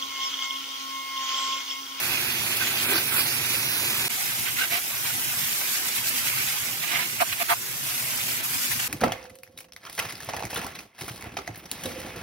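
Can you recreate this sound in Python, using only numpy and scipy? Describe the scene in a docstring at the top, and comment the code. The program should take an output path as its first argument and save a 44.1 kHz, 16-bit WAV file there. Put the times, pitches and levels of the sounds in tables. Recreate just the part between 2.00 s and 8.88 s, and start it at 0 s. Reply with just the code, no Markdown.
"""A hose jet sweeps the fins and drums on the casing of an outdoor air conditioner, close to a hand-held port pair.
At 2.08 s an edit: a short fade-in, another left-right balance, and a drifting phase between the channels.
From 2.6 s strikes on ribs and base tray ring among the sweeps, loudest in the tray at 5.2 and 5.5 s; sweeps end it.
Random droplets, shaped by metal resonances or splash spectra, make each layer; crossings of edges swell it.
A far machine hums throughout: a wandering tone in low noise, whose level dips at 2.8 and 3.7 s."""
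import sys
import numpy as np
from scipy import signal
from scipy.fft import rfft, irfft
from scipy.io import wavfile
from scipy.ndimage import uniform_filter1d

SR = 44100
rng = np.random.default_rng(int(sys.argv[2]) if len(sys.argv) > 2 else 0)


def unload_audio(sound):
    """Save the sound as a 16-bit wav file, at the path given as the first command line argument."""
    columns = np.transpose(np.atleast_2d(sound))
    # keep every value between -1 and 1, then stretch to whole-number steps
    steps = np.round(np.clip(columns, -1, 1) * 32767)
    wavfile.write(sys.argv[1], SR, steps.astype(np.int16))


def natural_amplitude(level_db):
    """Convert a level in decibels to a linear amplitude factor, elementwise."""
    exponent = np.asarray(level_db, float) / 20
    return 10 ** exponent


N = 303408
T = np.arange(N) / SR
HZ = np.fft.rfftfreq(N, 1 / SR)
EDIT_S = 2.0822

# Level of the spray over time; the mist dips abruptly and briefly at 6.42 s.
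# Each row: time in seconds, fin ring in dB, mist in dB.
SPRAY_LEVEL = [(0.0, -31.5, -29.5), (0.45, -33.5, -30), (0.7, -32, -28.5), (1.06, -35.5, -29),
               (1.3, -34, -28.5), (2.08, -32.5, -29.5), (2.4, -34.5, -30), (2.7, -38, -32),
               (3.0, -34.5, -31), (3.6, -33.5, -28.5), (3.9, -34, -32.5), (4.45, -32.5, -29),
               (4.75, -36, -32.5), (5.1, -36.5, -33), (5.6, -39.5, -34), (5.82, -38, -33), (5.9, -34, -30),
               (6.38, -34, -30.5), (6.42, -34.5, -42), (6.5, -36, -30), (6.88, -34, -30.5)]
# Resonances of casing, base tray (deep mode first), ribs and fins.
# Each row: frequency in Hz, width in Hz, relative level in dB.
CASING_MODES = [(350, 40, 0), (420, 70, -8)]
TRAY_MODES = [(703, 38, 0), (900, 40, -5), (1010, 45, -2), (1190, 45, 0), (1500, 50, -9)]
RIB_MODES = [(784, 180, -11), (1110, 230, -2.5), (1470, 210, 3.5), (1590, 110, 0.5)]
FIN_MODES = [(1720, 160, -16), (2085, 505, 2), (2376, 75, 0.5), (2597, 210, 1.5), (2850, 61, 2.5),
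             (3300, 570, -1.5), (4030, 870, -1)]
# Spectra of water patter, splash and mist. Each row: frequency in Hz, relative level in dB.
PATTER_SPECTRUM = [(300, -31), (500, -7.5), (750, 0.5), (1250, -0.5), (1550, 3), (2200, -12), (4000, -50)]
SPLASH_SPECTRUM = [(1500, -30), (3000, -10.5), (4400, -5.5), (6500, -6), (8300, -7.5), (10500, -16)]
MIST_SPECTRUM = [(6000, -31), (8500, -1), (10500, 4), (12800, 6), (14500, 4), (15400, 2), (16300, -9)]
PATTER_RE_FINS_DB, SPLASH_RE_MIST_DB = -8.5, -1
BOOM_BEFORE_DB, BOOM_AFTER_DB = -47, -52.5  # steady casing boom, either side of the edit
RUNOFF_DB = -51  # steady patter of water running down


def jet():
    """Droplets excite casing, tray, ribs and fins, and hiss as they burst."""
    s, fins_db, mist_db = np.transpose(SPRAY_LEVEL)
    fins = np.interp(T, s, natural_amplitude(fins_db) ** 2)
    mist = np.interp(T, s, natural_amplitude(mist_db) ** 2)
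    boom = natural_amplitude(np.where(T < EDIT_S, BOOM_BEFORE_DB, BOOM_AFTER_DB)) ** 2
    patter = fins * natural_amplitude(PATTER_RE_FINS_DB) ** 2
    splash = mist * natural_amplitude(SPLASH_RE_MIST_DB) ** 2
    more_boom, deep, upper, ribs, more_fins, more_splash, more_mist = crossings()
    # strong patter rings the ribs: this share of its power moves to them
    hard = np.clip((10 * np.log10(patter) + 42) / 9, 0, 0.7)
    soft_patter = (1 - hard) * patter + natural_amplitude(RUNOFF_DB) ** 2
    layers = [(boom + more_boom, modes(CASING_MODES)),
              (deep, modes(TRAY_MODES[:1], steep=1.25)),
              (upper, modes(TRAY_MODES[1:], steep=1.1)),
              (ribs + hard * patter, modes(RIB_MODES)),
              (soft_patter, natural_amplitude(read(PATTER_SPECTRUM, HZ))),
              (fins + more_fins, modes(FIN_MODES)),
              (splash + more_splash, natural_amplitude(read(SPLASH_SPECTRUM, HZ))),
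              (mist + more_mist, natural_amplitude(read(MIST_SPECTRUM, HZ)))]
    return sum(np.sqrt(power) * droplets(colour) for power, colour in layers)


# The jet drums on the casing.
# Each row: centre in seconds, length in seconds, boom in dB, fin ring in dB, mist in dB.
CASING_SURGES = [(0.909, 0.24, -37.5, -32, -26), (1.159, 0.15, -41.5, -34, -25)]
SURGE_RIBS_RE_FINS_DB, SURGE_SPLASH_RE_MIST_DB = 1, -10
# The jet strikes a rib or the tray. Each row: centre in seconds, length in seconds,
# deep tray mode in dB, upper tray modes in dB, rib ring in dB, fin ring in dB, mist in dB.
RIB_TRAY_STRIKES = [(2.605, 0.12, -70, -55, -36.5, -26.5, -33), (2.74, 0.12, -41, -43, -38.5, -28, -32),
                    (4.832, 0.041, -50, -40.5, -40, -29.5, -34), (4.947, 0.24, -47, -38, -45, -27.5, -36.5),
                    (5.213, 0.041, -21.5, -27.5, -28, -27, -28), (5.408, 0.053, -36, -35, -40, -28, -28),
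                    (5.508, 0.067, -26, -25, -26.5, -26.5, -27.5),
                    (6.446, 0.048, -47, -41, -39, -34.5, -29.5), (6.719, 0.038, -59, -50, -35, -30, -30)]
STRIKE_SPLASH_RE_MIST_DB = -6
STRIKE_FLAT, TRAY_FLAT = 1.17, 1.2  # swell overdrive, clipped to a flat top
TRAY_LATER_S, TRAY_LENGTH_SHARE = 0.0055, 0.83  # the jet reaches the tray later, for part of a strike
# The wagging jet sweeps the fins. Each row: centre in seconds, length in seconds, fin ring in dB, mist in dB.
FIN_SWEEPS = [(0.17, 0.095, -35.5, -44), (0.569, 0.021, -50, -24.5), (0.618, 0.052, -29.5, -38),
              (0.667, 0.053, -33, -33), (0.828, 0.075, -46, -28.5), (1.277, 0.08, -52, -31),
              (1.526, 0.19, -42, -37), (2.47, 0.062, -28.5, -47), (2.91, 0.15, -41, -42),
              (3.064, 0.1, -34, -32), (3.393, 0.075, -34.5, -32), (3.737, 0.16, -35, -31),
              (3.867, 0.073, -35, -28.5), (3.953, 0.12, -34, -31.5), (4.07, 0.074, -38, -27.5),
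              (4.167, 0.083, -35, -30.5), (4.27, 0.1, -31, -31.5), (4.39, 0.12, -34, -34),
              (4.49, 0.096, -36, -34), (5.29, 0.069, -36, -36), (5.327, 0.031, -27, -35),
              (6.195, 0.066, -33.5, -44), (6.31, 0.12, -36, -34), (6.54, 0.055, -32.5, -32),
              (6.63, 0.099, -34, -30.5), (6.799, 0.015, -27, -29)]
SWEEP_RIBS_RE_FINS_DB, SWEEP_SPLASH_RE_MIST_DB = -11.5, -0.5
SPUTTER_RMS_DB = 1.5  # the jet breaks up while it crosses an edge


def crossings():
    """Power of boom, deep and upper tray, ribs, fins, splash, mist; each swell stops a little faster than it grows."""
    power = np.zeros((7, N))

    def cross(s, length, heights, flat=1.0):
        near = slice(max(round((s - length) * SR), 0), round((s + length) * SR))
        progress = np.clip((T[near] - s) / length + 0.46, 0, 1) ** 1.2
        swell = np.clip(flat * np.sin(np.pi * progress), 0, 1)
        power[:, near] += np.array(heights)[:, None] ** 2 * swell ** 2

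    for s, length, *db in CASING_SURGES:
        boom, fins, mist = natural_amplitude(db)
        ribs, splash = fins * natural_amplitude(SURGE_RIBS_RE_FINS_DB), mist * natural_amplitude(SURGE_SPLASH_RE_MIST_DB)
        cross(s, length, [boom, 0, 0, ribs, fins, splash, mist])
    for s, length, *db in RIB_TRAY_STRIKES:
        deep, upper, ribs, fins, mist = natural_amplitude(db)
        splash = mist * natural_amplitude(STRIKE_SPLASH_RE_MIST_DB)
        cross(s + TRAY_LATER_S, length * TRAY_LENGTH_SHARE, [0, deep, upper, 0, 0, 0, 0], TRAY_FLAT)
        cross(s, length, [0, 0, 0, ribs, fins, splash, mist], STRIKE_FLAT)
    for s, length, *db in FIN_SWEEPS:
        fins, mist = natural_amplitude(db)
        ribs, splash = fins * natural_amplitude(SWEEP_RIBS_RE_FINS_DB), mist * natural_amplitude(SWEEP_SPLASH_RE_MIST_DB)
        cross(s, length, [0, 0, 0, ribs, fins, splash, mist])
    sputter = np.array([slow(count=N, size=250) for _ in power])
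    return power * natural_amplitude(SPUTTER_RMS_DB * sputter) ** 2


# Likeness of the two ports. Each row: frequency in Hz, correlation from 0 to 1.
PORT_LIKENESS = [(100, .95), (250, .96), (600, .87), (1200, .8), (2200, .55), (2700, .93), (3200, .95),
                 (3800, .6), (5000, .7), (6500, .75), (7800, .92), (8600, .85), (9500, .45), (13000, .3)]
DROPS_PER_S, DROP_SPREAD_DB = 14000, 2.0


def droplets(colour):
    """A dense rain of impacts of uneven size, for two ports that hear partly the same drops."""
    size = natural_amplitude(DROP_SPREAD_DB * np.minimum(rng.exponential(1, (2, N)), 5))
    falls = rng.random((2, N)) < DROPS_PER_S / SR
    shared, other = rfft(size * rng.standard_normal((2, N)) * falls)
    same = np.clip(read(PORT_LIKENESS, HZ), 0, 1)
    second = same * shared + np.sqrt(1 - same ** 2) * other
    return evened(irfft(colour * np.array([shared, second]), N))


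def modes(table, steep=0.87):
    """Magnitude of a set of resonances, summed in power; steep sets the fall of the skirts."""
    return np.sqrt(sum(natural_amplitude(db) ** 2 / (1 + (2 * (HZ - hz) / width) ** 2) ** steep
                       for hz, width, db in table))


# Noise of the far machine. Each row: frequency in Hz, relative level in dB.
HUM_SPECTRUM = [(25, -55), (45, -27), (80, -6), (105, -2.5), (120, -12), (140, 1.5), (190, -9), (245, -1.5),
                (300, -11.5), (450, -68)]
# Level of the hum as heard, with brief dips at 2.8 and 3.7 s, before a small random variation.
# Each row: time in seconds, level in dB.
HUM_HEARD_LEVEL = [(0.0, -47.5), (1.3, -45.5), (2.6, -45.5), (2.8, -55), (3.03, -45.5), (3.55, -44),
                   (3.7, -53.5), (4.2, -45.5), (5.35, -49.5), (5.9, -47.5), (6.88, -44)]
HUM_HZ, HUM_WANDER_SHARE, HUM_VARY_DB = 120, 0.0393, -0.5  # mean pitch, rms pitch wander, level variation


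def hum():
    """A rough low drone around an unsteady tone; its heard level follows a table with dips, varied a little at random."""
    pitch_hz = HUM_HZ * (1 + HUM_WANDER_SHARE * slow(count=N, size=1500))
    tone = np.sin(2 * np.pi * np.cumsum(pitch_hz) / SR)
    level_db = np.interp(T, *np.transpose(HUM_HEARD_LEVEL)) + HUM_VARY_DB * slow(count=N, size=3000)
    return natural_amplitude(level_db) * (tone + droplets(natural_amplitude(read(HUM_SPECTRUM, HZ))))


def evened(x):
    """Scales to rms 1."""
    return x / np.sqrt(np.mean(abs(x) ** 2) + 1e-20)


def read(points, hz):
    """A spectrum table, straight on a log-frequency axis."""
    f, value = np.transpose(points)
    return np.interp(np.log(hz + 1), np.log(f + 1), value)


def slow(count, size):
    """Smooth random wander, rms 1; size in points."""
    return evened(uniform_filter1d(uniform_filter1d(rng.standard_normal(count), size=size), size=size))


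def patches(shape, bins, frames):
    """A smooth random field over frequency and time, rms 1."""
    field = rng.standard_normal(shape)
    for _ in range(2):
        field = uniform_filter1d(uniform_filter1d(field, bins, 0), frames, 1)
    return evened(field)


# A thin band in the treble wanders, and spreads while the nozzle swings; values before the shake.
# Each row: time in seconds, centre in Hz, depth in dB, half-width as a share of the centre.
THIN_BAND = [(0, 7860, -1, .1), (.15, 7700, -4, .1), (.3, 8300, -4.5, .14), (.45, 7900, -3, .14),
             (.54, 8000, -1.5, .12), (.57, 6300, -6, .3), (.6, 8600, -5, .08), (.71, 8500, -5, .1),
             (.74, 7500, -3, .2), (.82, 7600, -3.5, .15), (.87, 5900, -8, .28), (.92, 5600, -6, .18),
             (.96, 7600, -8, .12), (1.01, 7900, -5, .1), (1.07, 6900, -6, .12), (1.14, 5600, -5, .25),
             (1.18, 6400, -6, .14), (1.27, 7600, -9, .1), (1.4, 7850, -5, .08), (1.67, 7700, -5, .14),
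             (1.85, 7850, -4, .08), (1.9, 7800, -1.5, .1), (2.07, 7850, -1, .1), (2.1, 4600, -3, .14),
             (3.7, 4200, -3, .14), (4.5, 4100, -3, .12), (5.6, 4200, -3, .14), (6.88, 4100, -4, .12)]
HAND_SHAKE = rng.standard_normal((2, 300))  # trembling hand, about 45 random points a second
CENTRE_SHAKE_SHARE, DEPTH_FLICKER_SHARE = 0.045, 0.4


def hollow(t):
    """Centre, depth and width of the thin band, shaken by the hand."""
    s, *columns = np.transpose(THIN_BAND)
    centre_hz, depth_db, share = (np.interp(t, s, c) for c in columns)
    move, flicker = (np.interp(t, np.linspace(0, T[-1], len(c)), c) for c in HAND_SHAKE)
    centre_hz = centre_hz * (1 + CENTRE_SHAKE_SHARE * move)
    depth_db = depth_db * np.clip(1 + DEPTH_FLICKER_SHARE * flicker, 0, 2)
    return centre_hz, depth_db, share


# Brief lifts of one frequency region; 0 dB leaves it unchanged.
# Each row: centre in seconds, length in seconds, frequency in Hz, width in Hz, lift in dB.
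REGION_LIFTS = [(.25, 0.38, 2450, 600, 2.5), (0.616, 0.05, 1520, 200, 13), (0.924, .08, 350, 120, 6),
                (0.972, 0.063, 4600, 2000, 7), (1.2, 0.053, 4800, 2000, 5), (2.475, .05, 2100, 300, 7),
                (2.48, .04, 3200, 300, 8), (2.59, .04, 2100, 300, 4), (2.627, 0.049, 1540, 250, 11),
                (2.628, 0.036, 2790, 200, 9), (2.725, 0.017, 2280, 400, 8), (2.77, 0.069, 2340, 300, 6),
                (2.77, .06, 3800, 400, 0), (4.4, .4, 2340, 800, 2.5), (5.22, .04, 1200, 150, 8.5),
                (5.88, 0.07, 3000, 2000, 0), (4.945, 0.13, 2100, 350, 4.5), (5.197, 0.032, 2350, 300, 14),
                (5.406, .05, 2600, 300, 4), (5.522, .05, 2090, 400, 8), (6.71, 0.035, 1720, 200, 11)]
PATCH_RMS_DB, FLICKER_RMS_DB = 0.73, 0.68  # small patches of colour, wide flicker


def scene():
    """The spray thickens and thins in small patches and has a thin treble band; the drone lies under it."""
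    hz, t, z = signal.stft(jet(), SR, nperseg=512, noverlap=384)
    hz = hz[:, None]
    small = PATCH_RMS_DB * patches(z.shape[1:], bins=5, frames=16)
    wide = FLICKER_RMS_DB * patches(z.shape[1:], bins=120, frames=3)
    z *= natural_amplitude(small + wide)
    for s, length, lift_hz, width, lift_db in REGION_LIFTS:
        z *= natural_amplitude(lift_db * np.exp(-(2 * (hz - lift_hz) / width) ** 2 - (2 * (t - s) / length) ** 2))
    centre_hz, depth_db, share = hollow(t)
    z *= natural_amplitude(depth_db * np.exp(-((hz / centre_hz - 1) / share) ** 2))
    spray = signal.istft(z, SR, nperseg=512, noverlap=384)[1][:, :N]
    return spray + hum()


# Port balance before and after the edit. Each row: frequency in Hz, left minus right in dB.
BALANCE_BEFORE = [(100, -2), (350, 0), (600, 2), (1000, -3), (1600, -4), (2100, -3.5), (2500, -7),
                  (2900, 4), (3300, -1), (3800, 1.5), (4700, -0.5), (6200, 1), (8000, 0.5), (10000, -8.5),
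                  (13500, -0.5), (15700, -7)]
BALANCE_AFTER = [(100, -4.5), (500, -0.5), (900, -5), (1500, -5), (1900, -8), (2300, -9.5), (3200, -6),
                 (4300, -0.5), (5200, 0.5), (6800, -2.5), (8500, -2), (11000, -4.5), (13500, -1.5),
                 (15700, -4)]
# The jet moves across; -2 dB is neutral. Each row: time in seconds, left minus right in dB.
JET_ACROSS = [(0.0, -4), (1.22, -5.5), (2.2, -2), (4.5, -2), (4.92, -3.5), (5.6, -1.5), (6.48, -1),
              (6.88, 0.5)]


def port_balance_db(hz, t, after):
    """Shading between the ports; the move of the jet counts fully from 1500 Hz up."""
    across_db = np.interp(t, *np.transpose(JET_ACROSS)) + 2
    still_db = np.where(after, read(BALANCE_AFTER, hz), read(BALANCE_BEFORE, hz))
    return still_db + across_db * np.clip(hz / 1500, 0, 1)


# Phase scatter of a wide source. Each row: frequency in Hz, rms scatter in radians before the width factor.
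PHASE_SCATTER = [(200, .1), (800, .5), (2100, .9), (2700, .35), (3300, .3), (3800, 1.2), (6500, 1.5),
                 (8800, 1.8), (14000, 2.5)]
# The spray's width varies, widest at 0.6 to 1.0 s, narrowest by 2.08 s.
# Each row: time in seconds, factor on the scatter above 2500 Hz.
SPRAY_WIDTH = [(0, 1.9), (.53, 1.5), (.6, 2.6), (1.0, 2.4), (1.05, 1.0), (1.13, 1.8), (1.24, 1.0),
               (1.35, 1.8), (1.55, 1.3), (1.7, .6), (2.08, .4)]
# Lead of the left port on top of the delay. Each row: frequency in Hz, lead in radians.
LEFT_PHASE_LEAD = [(300, 0.01), (550, -0.066), (800, -1.1), (1100, 0.036), (1500, -0.99), (2000, -1.3),
                   (2300, -.5), (2600, 0.15), (2900, .05), (3200, -.5), (3500, -.9), (3900, -.3), (4500, 0)]
# Delay of the right port as the hand turns, before the shake. Each row: time in seconds, lag in ms.
RIGHT_PORT_LAG = [(0, .17), (1.6, .17), (1.7, .16), (1.82, .175), (1.92, .155), (1.99, .145), (2.03, .18),
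                  (2.08, .17)]
LAG_SHAKE_RMS_MS = 0.012
OPPOSED, OPPOSED_WIDTH_SHARE = 0.55, 0.6  # pull to opposite phase; its width against the thin band's


def port_phase(hz, t, shape):
    """Phase of the right port before the edit; in the thin band it is pulled toward the opposite."""
    width = np.where(hz > 2500, np.interp(t, *np.transpose(SPRAY_WIDTH)), 1)
    scatter = read(PHASE_SCATTER, hz) * width * patches(shape, bins=4, frames=7)
    lag_ms = np.interp(t, *np.transpose(RIGHT_PORT_LAG)) + LAG_SHAKE_RMS_MS * slow(count=len(t), size=12)
    phase = scatter - read(LEFT_PHASE_LEAD, hz) - 2 * np.pi * hz * lag_ms / 1000
    centre_hz, depth_db, share = hollow(t)
    band = np.exp(-((hz / centre_hz - 1) / (OPPOSED_WIDTH_SHARE * share)) ** 2)
    pull = OPPOSED * np.clip(-depth_db / 5, 0, 1) * band
    return np.angle((1 - pull) * np.exp(1j * phase) - pull)


# Cavity behind the left and right port, before shake and facing.
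# Each row: frequency in Hz, width in Hz, boost as a factor.
PORT_CAVITIES = [(3120, 170, 0.99), (2750, 840, 0.78)]
# The left port turns to and from the spray. Each row: time in seconds, factor on its boost before the edit.
LEFT_FACING = [(0, 0.51), (.5, 0.54), (.6, 1.8), (.72, 0.77), (.85, 1.1), (1.0, 1.5), (1.06, .7),
               (1.2, 1.6), (1.35, 0.67), (1.6, .6), (2.08, .4)]
FACING_AFTER = 0.078  # after the edit both ports are turned from the spray and ring less
CAVITY_SHAKE_SHARE = 0.05  # rms pitch shift of the cavities as the hand trembles


def ring_cavities(z, hz, t, after):
    """Each port's cavity adds a resonance whose pitch shakes, in place."""
    facings = [np.interp(t, *np.transpose(LEFT_FACING)), 1]
    for port, (cavity_hz, width, boost), facing in zip(z, PORT_CAVITIES, facings):
        shaken_hz = cavity_hz * (1 + CAVITY_SHAKE_SHARE * slow(count=len(t), size=5))
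        port *= 1 + boost * np.where(after, FACING_AFTER, facing) / (1 + 2j * (hz - shaken_hz) / width)


def roll_off(x):
    """The treble ends steeply here."""
    return signal.sosfilt(signal.butter(12, 17080, fs=SR, output="sos"), x)


FADE_IN_S = 0.02
LOW_CUT_HZ, TOP_HZ = 57, 15790


def record(dry):
    """Two ports with cavities, delay and shading; the edit with fade-in and drifting phase; band limits."""
    hz, t, z = signal.stft(dry, SR, nperseg=1024, noverlap=768)
    after, hz = t > EDIT_S, hz[:, None]
    shape = z.shape[1:]
    balance_db = port_balance_db(hz, t, after)
    phase = port_phase(hz, t, shape)
    drift = np.angle(patches(shape, bins=2, frames=6) + 1j * patches(shape, bins=2, frames=6))
    ring_cavities(z, hz, t, after)
    z[0] *= natural_amplitude(balance_db / 2)
    z[1] *= natural_amplitude(-balance_db / 2) * np.exp(1j * np.where(after, drift, phase))
    ports = signal.istft(z, SR, nperseg=1024, noverlap=768)[1][:, :N]
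    fade_in = np.clip(0.085 + (T - EDIT_S) / FADE_IN_S, 0, 1) ** 2.65
    ports *= np.where(T < EDIT_S, 1, fade_in)
    low_pass = signal.firwin(2047, TOP_HZ, window=("kaiser", 8), fs=SR)
    ports = signal.oaconvolve(ports, low_pass[None], "same")
    ports = signal.sosfilt(signal.butter(3, LOW_CUT_HZ, "high", fs=SR, output="sos"), ports)
    return roll_off(ports)


dry = scene()
out = record(dry)
unload_audio(out)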